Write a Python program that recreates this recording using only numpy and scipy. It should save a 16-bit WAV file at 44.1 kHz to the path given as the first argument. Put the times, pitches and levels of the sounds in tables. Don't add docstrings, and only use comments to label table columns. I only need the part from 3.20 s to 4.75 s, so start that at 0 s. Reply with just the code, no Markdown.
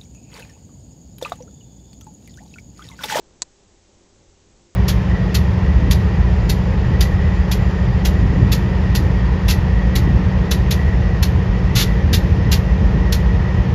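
import sys
import numpy as np
from scipy import signal
from scipy.fft import rfft, irfft
from scipy.io import wavfile

SR = 44100
rng = np.random.default_rng(int(sys.argv[2]) if len(sys.argv) > 2 else 0)


def output_pcm(signal):
    pcm = np.clip(np.atleast_2d(signal).T, -1, 1) * 32767
    wavfile.write(sys.argv[1], SR, np.round(pcm).astype(np.int16))


N = 68355

TICK_TIMES = [.22042, .22446, .22768, .2304, .2325]
# level/dB, extra bass/dB, extra treble/dB
TICK_LEVELS = [(0, 0, 0), (-5.5, 2, -10), (-14, 1, 1), (-26, 10, -3), (-26, 0, 0)]
TONE_CORNERS = [1000, 3500, 6000, 8000]
# f/Hz, level/dB
TICK_TONE = [(40, -18), (130, -12), (230, -6), (450, -2), (800, -3), (1300, -6), (1700, -2), (2100, -7),
             (2550, -3.5), (3050, -10), (3500, 2), (4100, 10), (4900, 8.5), (5400, -3), (6100, 10),
             (7300, 9), (9000, 6)]
# f/Hz, level/dB, time to fade by 60 dB/s
RING_NOTES = [(236, -51, .045), (980, -49, .024), (4230, -38, .009), (5250, -51, .04), (7800, -11, .0035)]
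def snap(size=4096):
    hz, t, out = np.fft.rfftfreq(size, 1 / SR), np.arange(size) / SR, np.zeros(N)
    ring = sum(amp(db) * 1e-3 ** (t / fade_s) * np.cos(2 * np.pi * f * t)
               for f, db, fade_s in RING_NOTES)
    tick = pulse(read_curve(TICK_TONE, hz)) + ring
    for start_s, (db, bass_db, treble_db) in zip(TICK_TIMES, TICK_LEVELS):
        tone_db = np.interp(hz, TONE_CORNERS, [bass_db, 0, 0, treble_db])
        add(out, start_s, signal.fftconvolve(tick, pulse(db + tone_db)))
    return out


# f/Hz, level/dB
ECHO_TONE = [(100, -15), (900, -8), (1500, -14), (3000, -14), (4500, -14), (7500, -14)]
def close_echoes(sound, size=4096, rise_s=0.0011, fade_s=0.016):
    t = np.arange(size) / SR
    rise = 1 - np.exp(-(t / rise_s) ** 2)
    tail = rng.standard_normal(size) * rise * 1e-3 ** (t / fade_s)
    tone = pulse(read_curve(ECHO_TONE, np.fft.rfftfreq(size, 1 / SR)))
    echo = signal.fftconvolve(tail / np.linalg.norm(tail), tone)
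    return signal.fftconvolve(sound, echo)[:N]


# f/Hz, average level/dB, wavering speed/Hz
HUM_NOTES = [(48, -63.5, 12), (86.7, -66, 10), (200.6, -76.5, 5), (346, -68.5, 4.9), (398, -71, 4.7),
             (518, -77, 3.1), (560, -83, 5.4), (791, -80.5, 7)]
def pump_hum(waver=0.87):
    t, hum = np.arange(N) / SR, np.zeros(N)
    for hz, db, waver_hz in HUM_NOTES:
        wobble = 1 + waver * drift(waver_hz)
        note = np.exp(2j * np.pi * (hz * t + rng.random()))
        hum += amp(db) * unit_level((wobble * note).real)
    return hum


# f/Hz, level/dB in each 1 Hz band
RUMBLE_TONE = [(8, -78), (22, -82.5), (45, -86), (66, -88), (95, -83.5), (125, -86.5), (230, -87),
               (390, -85.5), (450, -90.5), (570, -90), (680, -96), (850, -96), (1300, -105), (3000, -120)]
def pump_rumble(swell_db=1.5, swell_hz=6):
    return noise(RUMBLE_TONE) * amp(swell_db * unit_level(drift(swell_hz).real))


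# t/s, level/dB
BUMPS = [(.58, -54), (.895, -57), (1.09, -49), (1.34, -49)]
def soft_bumps(hz=40, width_s=0.012):
    t = np.arange(N) / SR
    return sum(amp(db) * np.exp(-((t - s) / width_s) ** 2) * np.sin(2 * np.pi * hz * (t - s))
               for s, db in BUMPS)


# f/Hz, level/dB in each 1 Hz band
HISS_TONE = [(100, -103), (2500, -102), (4300, -101.5), (5800, -100), (6600, -97.5), (7800, -99.5)]
def air_hiss():
    return noise(HISS_TONE)


def amp(db):
    return 10 ** (np.asarray(db) / 20)


def read_curve(points, hz):
    f, db = np.transpose(points)
    return np.interp(np.log(hz + 1), np.log(f + 1), db)


def unit_level(x):
    return x / np.sqrt(np.mean(abs(x) ** 2) + 1e-20)


def noise(tone):
    white = rng.standard_normal(N) * np.sqrt(SR / 2)
    gain = amp(read_curve(tone, np.fft.rfftfreq(N, 1 / SR)))
    return irfft(rfft(white) * gain, N)


def pulse(db):
    log_gain = np.log(amp(np.r_[db, db[-2:0:-1]]))
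    return np.fft.ifft(np.exp(np.conj(signal.hilbert(log_gain)))).real


def drift(hz):
    f = np.fft.fftfreq(2 * N, 1 / SR)
    white = rng.standard_normal(2 * N) + 1j * rng.standard_normal(2 * N)
    slow = np.fft.ifft(np.fft.fft(white) * np.exp(-(f / hz) ** 2))
    return unit_level(slow[:N])


def add(mix, start_s, sound):
    part = mix[round(start_s * SR):][:len(sound)]
    part += sound[:len(part)]


def scene():
    click = snap()
    return (click + close_echoes(click) + pump_hum() + pump_rumble() + soft_bumps() + air_hiss())[None]


def record(dry, cutoff_hz=8120):
    treble_cut = signal.firwin(201, cutoff_hz, window=("kaiser", 7), fs=SR)
    return signal.oaconvolve(dry, treble_cut[None], "same")


dry = scene()
out = record(dry)
output_pcm(out)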